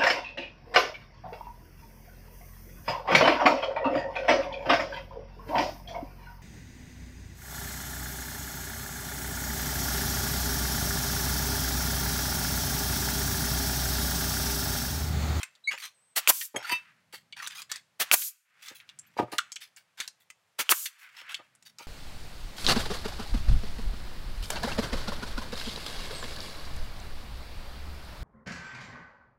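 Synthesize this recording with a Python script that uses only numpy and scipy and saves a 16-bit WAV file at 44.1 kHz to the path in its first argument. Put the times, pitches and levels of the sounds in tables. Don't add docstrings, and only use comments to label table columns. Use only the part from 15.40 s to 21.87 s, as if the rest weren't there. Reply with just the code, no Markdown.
import sys
import numpy as np
from scipy import signal
from scipy.fft import rfft, irfft
from scipy.io import wavfile
from scipy.ndimage import uniform_filter1d

SR = 44100
rng = np.random.default_rng(int(sys.argv[2]) if len(sys.argv) > 2 else 0)


def materialize(psi):
    bounded = np.clip(np.atleast_2d(psi).T, -1, 1)
    quanta = np.round(bounded * 32767).astype(np.int16)
    wavfile.write(sys.argv[1], SR, quanta)


N = 285327
TOP_HZ = 15750
TIME = np.arange(N) / SR
AGE = TIME[:SR // 2]

# start in seconds, crack level in dB, crack pitch in Hz, blast peak in seconds
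# after the start, blast level in dB, thud in seconds after the start, thud level in dB,
# exhaust level in dB, exhaust length in seconds.
SHOT_ROWS = [(0.8747, -5, 2480, 0.025, -9.5, 0.028, -20, -32, 0.18),
             (2.7143, -2.5, 2564, 0.027, -10.5, 0.025, -21, -29.5, 0.17),
             (5.2923, -7.5, 2910, 0.025, -12.5, .0290, -13, -32.5, 0.17)]
# pitch in Hz, level in dB, 60 dB decay in seconds.
MAGAZINE_MODES = [(986.5, -6, 0.2), (1320, -16.5, 0.071), (1880, -11.5, 0.14), (2030, -7, 0.089),
                  (2410, -9.5, .17), (2650, -1.5, 0.28), (3010, -4, 0.16), (3720, -17, 0.38),
                  (4650, -9.5, 0.18), (4620, 2, 0.037), (6060, -14.5, 0.1), (8180, -13, 0.061),
                  (8850, -8, 0.037), (10280, -13.5, 0.053), (11730, -10.5, 0.031), (13550, -12, 0.046),
                  (14900, -65, 0.068)]
# pitch in Hz, level in dB,
# 60 dB decay in seconds.
RAIL_MODES = [(122.4, -9.5, 0.17), (232, -19.5, 0.037), (340, -3.5, 0.027), (430, -14.5, 0.17),
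              (539, 1, 0.062), (607, -4, 0.18), (715, -7, 0.11), (830, -2, .06), (930, 0, 0.066),
              (1228, -3, 0.061), (1485, -5, 0.011), (1980, -16.5, 0.031)]
# frequency in Hz, relative level in dB per Hz.
PUFF_COLOUR = [(60, -27.5), (200, -16), (600, -2), (1500, 0), (2800, 2), (5000, -2.5), (9000, -4),
               (15500, -4.5)]
# frequency in Hz, relative level in dB per Hz.
THUD_COLOUR = [(60, -41.5), (180, -27.5), (330, -2.5), (550, -5), (1000, 6), (2400, 3), (4000, -13),
               (8000, -13), (15500, -20.5)]
# frequency in Hz, relative level in dB per Hz.
SCUFF_COLOUR = [(80, -62), (400, -38), (800, 0), (1700, 6.5), (2800, 5), (5000, -5.5), (8000, -12),
                (13000, -18), (15500, -22.5)]
# frequency in Hz, relative level in dB per Hz.
TICK_COLOUR = [(100, -32), (600, -18.5), (1400, 5.5), (3000, 1.5), (7500, 7.5), (10000, -2), (15500, -11.5)]
# frequency in Hz, relative level in dB per Hz.
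ECHO_COLOUR = [(100, -19), (400, -11), (1000, -3), (2000, -6), (4000, -6), (8000, -5.5), (15500, -16)]


def stapler():
    # approximate peak in seconds, level in dB,
    # tilt in dB per octave.
    arming = [(0.775, -22.5, 1), (2.613, -24, 0), (5.203, -26, -0.5)]
    # start in seconds, level in dB.
    valve_shuts = [(1.011, -30.5), (2.818, -34), (5.457, -28)]
    out = np.zeros(N)
    for s, db, tilt_db in arming:
        add(out, s - 0.03, undb(db) * puff(tilt_db))
    for s, crack_db, hz, blast_s, blast_db, thud_s, thud_db, hiss_db, length_s in SHOT_ROWS:
        add(out, s, undb(crack_db) * crack(hz))
        add(out, s, undb(blast_db) * blast(blast_s))
        add(out, s, undb(hiss_db) * exhaust(length_s))
        add(out, s + thud_s, undb(thud_db) * thud())
    for s, db in valve_shuts:
        add(out, s, undb(db) * valve())
    return out


def crack(hz, push_s=0.00036, housing_db=-13, snap_db=-15):
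    # pitch in Hz, level in dB, 60 dB decay in seconds.
    housing_modes = [(1470, 4.5, 0.013), (2230, -9, 0.0047), (3050, 1.5, .016), (4170, -18.5, 0.0061)]
    push = AGE / push_s * np.exp(1 - AGE / push_s)
    cycles = push * (undb(snap_db) * noise(TICK_COLOUR) - np.sin(2 * np.pi * hz * AGE))
    housing = crest(ring(signal.unit_impulse(len(AGE)), housing_modes))
    onset = 1 - np.exp(-AGE / push_s)
    return cycles - undb(housing_db) * housing * onset


def blast(peak_s, leak_db=-17):
    # frequency in Hz, relative level in dB per Hz.
    blast_colour = [(60, -37), (300, -15), (700, -2), (2000, -6), (5000, -2.5), (9500, 1.5), (15500, 1)]
    flow = np.minimum(1.01 * swell(peak_s, 0.012, 0.0054), 1)
    leak = undb(leak_db) * noise(PUFF_COLOUR) * fade(0.03, peak_s)
    return noise(blast_colour, ripple_db=2) * flow + leak


def thud(wood_db=-12, seat_db=1, low_hz=340):
    blow = noise(THUD_COLOUR, ripple_db=1) * fade(0.046)
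    seat = undb(seat_db) * noise(PUFF_COLOUR) * fade(0.0016)
    wood = undb(wood_db) * crest(ring(signal.unit_impulse(len(AGE)), RAIL_MODES) * fade(0.08))
    return filtered(crest(blow) + seat + wood, low_hz, "high")


def exhaust(length_s, sag_db=-28, thin_t60=0.15, thin_hz=2800):
    # frequency in Hz, relative level in dB per Hz.
    exhaust_colour = [(60, -44.5), (300, -41.5), (600, -23.5), (1000, -25.5), (2000, -14.5), (4000, -8),
                      (7000, 0.5), (10000, -1.5), (13000, 4.5), (15500, -3.5)]
    full, thin = (noise(exhaust_colour, ripple_db=1.5) for _ in range(2))
    pressure = fade(thin_t60)
    hiss = pressure * full + (1 - pressure) * filtered(thin, thin_hz, "high")
    opening = np.minimum(AGE / 0.025, 1)
    return hiss * undb(sag_db * AGE) * fade(0.1, length_s) * opening


def puff(tilt_db, lead_s=0.031, width_s=0.014, linger_db=-15, fill_db=-27):
    rush = np.exp(-((AGE - lead_s) / width_s) ** 2 / 2)
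    flow = rush + undb(linger_db) * fade(0.041, lead_s)
    opening = np.minimum(1, np.exp((AGE - lead_s + 0.0135) / 0.002))
    trickle = undb(fill_db) * noise(SCUFF_COLOUR) * fade(0.1, 0.13)
    return (noise(PUFF_COLOUR, tilt_db, ripple_db=2) * flow + trickle) * opening


def valve(bounce_s=0.0039):
    # frequency in Hz, relative level in dB per Hz.
    valve_colour = [(300, -125), (900, -17.5), (1800, -4.5), (3000, -4), (5500, -6.5), (9000, -11.5),
                    (15500, -24)]
    bounce = undb(-18.5) * (AGE > bounce_s) * fade(0.037, bounce_s)
    onset = 1 - np.exp(-AGE / 0.00087)
    return noise(valve_colour, ripple_db=4) * (fade(0.081) + bounce) * onset


def bumps(contact_db=-1, scrape_db=-22, firm=0.35, damping=30, tail_db=-24):
    # peak in seconds, level in dB, swell length scale in seconds,
    # low-pass corner in Hz.
    rail_contacts = [(0.339, -43.5, 0.01, 2000), (1.148, -35.5, 0.0056, 703), (1.166, -31.5, .02, 600),
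                     (1.325, -37, .016, 230), (1.738, -47, 0.0062, 1500), (3.314, -49, .01, 349),
                     (3.768, -37, 0.0023, 990), (3.791, -21, 0.0062, 1402), (3.799, -18, 0.011, 480),
                     (3.830, -28, 0.02, 260), (3.884, -46, .015, 1200), (3.934, -34.5, .011, 1200),
                     (5.818, -57.5, 0.0039, 817), (5.999, -49, .008, 1800), (6.408, -45, 0.014, 1770)]
    out = np.zeros(N)
    for s, db, swell_s, hz in rail_contacts:
        lead_s = 0.97 * swell_s
        tail = undb(tail_db) * (AGE > lead_s) * fade(0.25, lead_s)
        rise = swell(lead_s, 1.1 * swell_s, 0.0066) + tail
        contact = filtered(noise(THUD_COLOUR) * rise, 200, "high")
        knock = firm * np.exp(-((AGE - lead_s) / 0.00005) ** 2)
        force = contact / np.linalg.norm(contact) + knock
        wood = filtered(ring(force, RAIL_MODES), 160, "high") * fade(damping * swell_s, lead_s)
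        body = crest(wood) + undb(contact_db) * crest(contact)
        scrape = undb(scrape_db) * noise(SCUFF_COLOUR) * rise
        add(out, s - lead_s, undb(db) * (crest(filtered(body, hz, "low")) + scrape))
    return out


def clicks(spread=1.22, metal_db=-33, t60=0.027, bounce_db=-11, bounce_s=0.0063):
    # start in seconds, level in dB, ring pitch in Hz,
    # bright tick in dB against the ring.
    latch_snaps = [(0.031, -27.5, 2220, -2.5), (0.152, -55.5, 3800, -8), (0.377, -37.5, 2150, -20),
                   (1.16, -30.5, 1890, -27), (1.295, -28.5, 2180, -11), (1.925, -40.5, 3240, -44.5),
                   (2, -35, 1660, -34), (2.064, -33, 3360, -26), (2.073, -30.5, 5350, 16),
                   (2.219, -36, 6140, 16), (2.316, -26.5, 4650, 2), (2.359, -33.5, 5110, 7),
                   (3.284, -39.5, 4170, -7), (3.401, -45.5, 2760, -28), (3.491, -41.5, 3250, -12),
                   (3.589, -40.5, 8480, -22.5), (3.983, -21, 2720, -4.5), (3.985, -22.5, 1360, -31),
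                   (4.119, -35.5, 5900, -8), (4.158, -37.5, 6600, -7.5), (4.162, -34, 2850, -12.5),
                   (4.363, -48, 7400, -13), (4.602, -27.5, 3180, -3.5), (4.610, -33, 1720, -4.5),
                   (4.677, -32.5, 4570, 2.5), (4.902, -41.5, 2480, 0.5), (5.944, -26, 3220, -11),
                   (6.151, -55.5, 9400, -6), (6.225, -52.5, 4590, 11), (6.385, -40.5, 5480, -7)]
    strikes = fade(t60) + undb(bounce_db) * (AGE > bounce_s) * fade(t60, bounce_s)
    out = np.zeros(N)
    for s, db, hz, tick_db in latch_snaps:
        tick, rattle = (noise(TICK_COLOUR, ripple_db=5) for _ in range(2))
        part = unit(filtered(rattle, [hz / spread, hz * spread], "band"))
        click = crest((part + undb(tick_db) * tick) * strikes)
        metal = undb(metal_db) * crest(ring(click, MAGAZINE_MODES))
        add(out, s, undb(db) * (click + metal))
    return out


def drag(ring_db=-28, grain_db=4, size=120, low_hz=750, touch_s=0.015, grip_s=1.364, grip_t60=0.2):
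    # start in seconds, level in dB.
    edge_catches = [(1.294, -38), (1.317, -26), (1.3229, -22.5), (1.353, -42)]
    first_touch_s, free_s = 1.238, 1.328
    slips = undb(grain_db * flutter(len(AGE), size))
    pressure = swell(free_s - first_touch_s, 0.036, 0.018) * np.minimum(AGE / touch_s, 1)
    friction = pressure * slips * rng.standard_normal(len(AGE))
    out = np.zeros(N)
    add(out, first_touch_s, undb(ring_db) * crest(ring(friction, MAGAZINE_MODES)))
    for s, db in edge_catches:
        add(out, s, undb(db) * crest(ring(signal.unit_impulse(len(AGE)), MAGAZINE_MODES)))
    grip = undb(-60 * np.maximum(TIME - grip_s, 0) / grip_t60)
    return filtered(out, low_hz, "high") * grip


def nose():
    # pitch in Hz, level in dB, 60 dB decay in seconds.
    nose_modes = [(3244, 10, 0.042), (4300, -17.5, .08), (5170, -5, 0.036), (6580, 7, .05),
                  (6400, -8, 0.084), (7900, -5, 0.05), (9850, 7.5, 0.039), (12650, -4, 0.098),
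                  (14400, -16.5, 0.046)]
    # start in seconds, level in dB.
    spring_outs = [(1.161, -30.5), (3.588, -59), (4.12, -43.5)]
    out = np.zeros(N)
    for s, db in spring_outs:
        add(out, s, undb(db) * crest(ring(noise(TICK_COLOUR) * fade(0.051), nose_modes)))
    return out


def squeaks(waver=0.018, size=200):
    # start in seconds, length in seconds, start pitch in Hz, end pitch in Hz,
    # level in dB, change of the overtones in dB per octave.
    gliding_tones = [(0.239, 0.06, 3990, 3930, -47, -25), (0.273, 0.027, 2097, 2288, -25, -14.5),
                     (0.542, 0.23, 8120, 8220, -70.5, -43), (1.244, 0.012, 1390, 1340, -36.5, -11),
                     (1.296, 0.05, 985, 965, -39, -30), (1.928, 0.012, 2280, 2280, -46, -36),
                     (2.18, 0.022, 2470, 2390, -47.5, -17), (3.665, 0.017, 12200, 12300, -65, -12)]
    out = np.zeros(N)
    for s, length_s, start_hz, end_hz, db, fall_db in gliding_tones:
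        glide = np.interp(AGE, [0, length_s], [start_hz, end_hz])
        hz = glide * (1 + waver * flutter(len(AGE), size))
        phase = 2 * np.pi * np.cumsum(hz) / SR
        overtones = [k for k in range(1, 6) if k * end_hz < TOP_HZ]
        tone = sum(undb(fall_db * np.log2(k)) * np.sin(k * phase) for k in overtones)
        envelope = np.minimum(AGE / 0.004, 1) * fade(0.035, 0.85 * length_s)
        add(out, s, undb(db) * unit(tone) * envelope)
    return out


def scuffs(grain_db=2.5, colour_db=4, size=160, count=3):
    # start in seconds, length in seconds, level in dB, tilt in dB per octave.
    slides = [(0.0, 0.004, -37.5, 0.5), (0.307, 0.023, -35.5, 0), (0.375, 0.046, -47.5, 5.5),
              (0.421, 0.034, -40, 4), (1.175, 0.063, -46, -5), (1.225, 0.13, -43.5, 1.5),
              (1.725, 0.03, -43.5, 6.5), (1.963, 0.039, -45, 0.5), (2.018, 0.03, -40, 2),
              (2.099, 0.032, -46.5, 3), (2.147, 0.051, -42.5, 4.5), (2.293, 0.076, -45.5, 1.5),
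              (3.22, 0.078, -48, 4), (3.346, 0.028, -51.5, 11), (3.772, 0.0077, -41, 0.5),
              (3.917, 0.013, -37, 5.5), (4.204, 0.029, -45.5, 5), (4.364, 0.012, -50.5, 5),
              (4.573, 0.064, -45, 2.5), (4.8, 0.0088, -59.5, 11), (5.582, 0.061, -59, 6.5),
              (5.763, 0.047, -47.5, 1), (5.888, 0.036, -43, 2), (6.251, 0.023, -52, 6),
              (6.385, 0.054, -51, 3.5)]
    out = np.zeros(N)
    for s, length_s, db, tilt_db in slides:
        grip = undb(grain_db * flutter(len(AGE), size))
        whistles = undb(-10) * sum(chirr() for _ in range(count))
        slide = noise(SCUFF_COLOUR, tilt_db, colour_db) + whistles
        envelope = (1 - np.exp(-AGE / 0.003)) * fade(0.13, length_s)
        add(out, s, undb(db) * unit(slide * grip) * envelope)
    return out


def chirr(low_hz=1600, high_hz=6500, width_hz=70, glide=3):
    start_hz = low_hz * (high_hz / low_hz) ** rng.random()
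    hz = start_hz * 2 ** (glide * rng.uniform(-1, 1) * AGE)
    roughness = filtered(rng.standard_normal(len(AGE)), width_hz, "low")
    return unit(roughness * np.sin(2 * np.pi * np.cumsum(hz) / SR))


def rustle(low_hz=1350, high_hz=2600, grain_db=3.5, shift_db=5, size=1800, snag_db=4, grain_size=40):
    # peak in seconds, level in dB, rise in seconds, fall in seconds.
    arm_moves = [(0.02, -56.5, .05, 0.085), (1.29, -46, .035, 0.11), (2.15, -66, .1, 0.13),
                 (3.22, -58, 0.076, 0.43), (3.95, -58, .06, 0.088), (5.66, -55, 0.13, 0.21),
                 (5.95, -50, 0.088, 0.046)]
    brush = unit(filtered(noise(ECHO_COLOUR, size=N), [low_hz, high_hz], "band"))
    snags = undb(snag_db * flutter(N, grain_size))
    fibres = undb(-8) * unit(noise(SCUFF_COLOUR, tilt_db=2.5, ripple_db=2.5, size=N) * snags)
    dull = brush * undb(grain_db * flutter(N, size))
    bright = fibres * undb(shift_db * flutter(N, size))
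    speed = sum(undb(db) * swell(s, rise_s, fall_s, TIME) for s, db, rise_s, fall_s in arm_moves)
    return unit(dull + bright) * speed


def garden(level_db=-73.5, waver_db=0.5, size=5000):
    # frequency in Hz, relative level in dB per Hz.
    garden_colour = [(25, -17.5), (60, -5.5), (110, 6), (170, 4.5), (300, -7), (600, 2), (1000, 1),
                     (1900, 0), (4000, -5), (8000, -11), (12000, -15), (15500, -22.5)]
    return noise(garden_colour, size=N) * undb(level_db + waver_db * flutter(N, size)) * dip()


def rumble(low_hz=95, high_hz=200):
    # peak in seconds, level in dB, width in seconds.
    low_swells = [(1.898, -72.5, 0.42), (3.7, -71.5, 0.24), (6.299, -76, .3)]
    flow = sum(undb(db) * np.exp(-((TIME - s) / width_s) ** 2 / 2) for s, db, width_s in low_swells)
    return unit(filtered(rng.standard_normal(N), [low_hz, high_hz], "band")) * flow * dip()


def yard(x, porch_db=-17, porch_t60=0.071, far_db=-26, far_t60=0.3):
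    near, far = (noise(ECHO_COLOUR) * fade(t60) * np.minimum(AGE / 0.024, 1)
                 for t60 in (porch_t60, far_t60))
    porch = undb(porch_db) * near / np.linalg.norm(near)
    distance = undb(far_db) * far / np.linalg.norm(far)
    return x + signal.fftconvolve(x, porch + distance)[:N]


def dip(depth_db=-27, delay_s=0.019, attack_s=0.17, hold_s=0.074, recovery_s=0.19):
    corners = np.cumsum([delay_s, attack_s, hold_s, recovery_s])
    return undb(depth_db * sum(np.interp(TIME - shot[0], corners, [0, 1, 1, 0]) for shot in SHOT_ROWS))


def thinned(x, below_hz=1050):
    lows = signal.sosfiltfilt(signal.butter(4, below_hz, "low", fs=SR, output="sos"), x)
    return x - lows * (1 - dip())


def undb(db):
    return 10 ** (np.asarray(db) / 20)


def unit(x):
    return x / np.sqrt(np.mean(x ** 2))


def crest(x, size=128):
    return x / np.sqrt(uniform_filter1d(x ** 2, size).max())


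def add(track, s, sound):
    start = max(int(s * SR), 0)
    track[start:start + len(sound)] += sound[:N - start]


def flutter(length, size):
    return unit(uniform_filter1d(rng.standard_normal(length), size))


def noise(spectrum, tilt_db=0, ripple_db=0, size=len(AGE)):
    hz = np.fft.rfftfreq(size, 1 / SR) + 1
    points, levels = np.transpose(spectrum)
    db = np.interp(np.log(hz), np.log(points), levels)
    db += tilt_db * np.log2(np.maximum(hz, 500) / 2000)
    grid = np.arange(0, SR / 2, 170)
    db += ripple_db * np.interp(hz, grid, rng.standard_normal(len(grid)))
    return unit(irfft(rfft(rng.standard_normal(size)) * undb(db), size))


def fade(t60, after=0):
    return undb(-60 * np.maximum(AGE - after, 0) / t60)


def swell(peak_s, rise_s, fall_s, t=AGE):
    return np.exp(np.minimum((t - peak_s) / rise_s, (peak_s - t) / fall_s))


def ring(push, modes):
    response = sum(undb(db) * fade(t60) * np.sin(2 * np.pi * hz * AGE) for hz, db, t60 in modes)
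    return signal.fftconvolve(push, response)[:len(push)]


def filtered(x, hz, kind):
    return signal.sosfilt(signal.butter(2, np.clip(hz, 20, TOP_HZ), kind, fs=SR, output="sos"), x)


def scene():
    shots = thinned(yard(stapler(), porch_db=-26, porch_t60=0.43, far_db=-38, far_t60=0.3))
    handling = yard(bumps() + clicks() + drag() + nose() + squeaks() + scuffs() + rustle())
    return (shots + handling + garden() + rumble())[None]


def record(dry, wind_cut_hz=95):
    clipped = np.clip(filtered(dry, wind_cut_hz, "high"), -1, 1)
    return signal.sosfilt(signal.ellip(8, 0.2, 70, TOP_HZ, fs=SR, output="sos"), clipped)


dry = scene()
out = record(dry)
materialize(out)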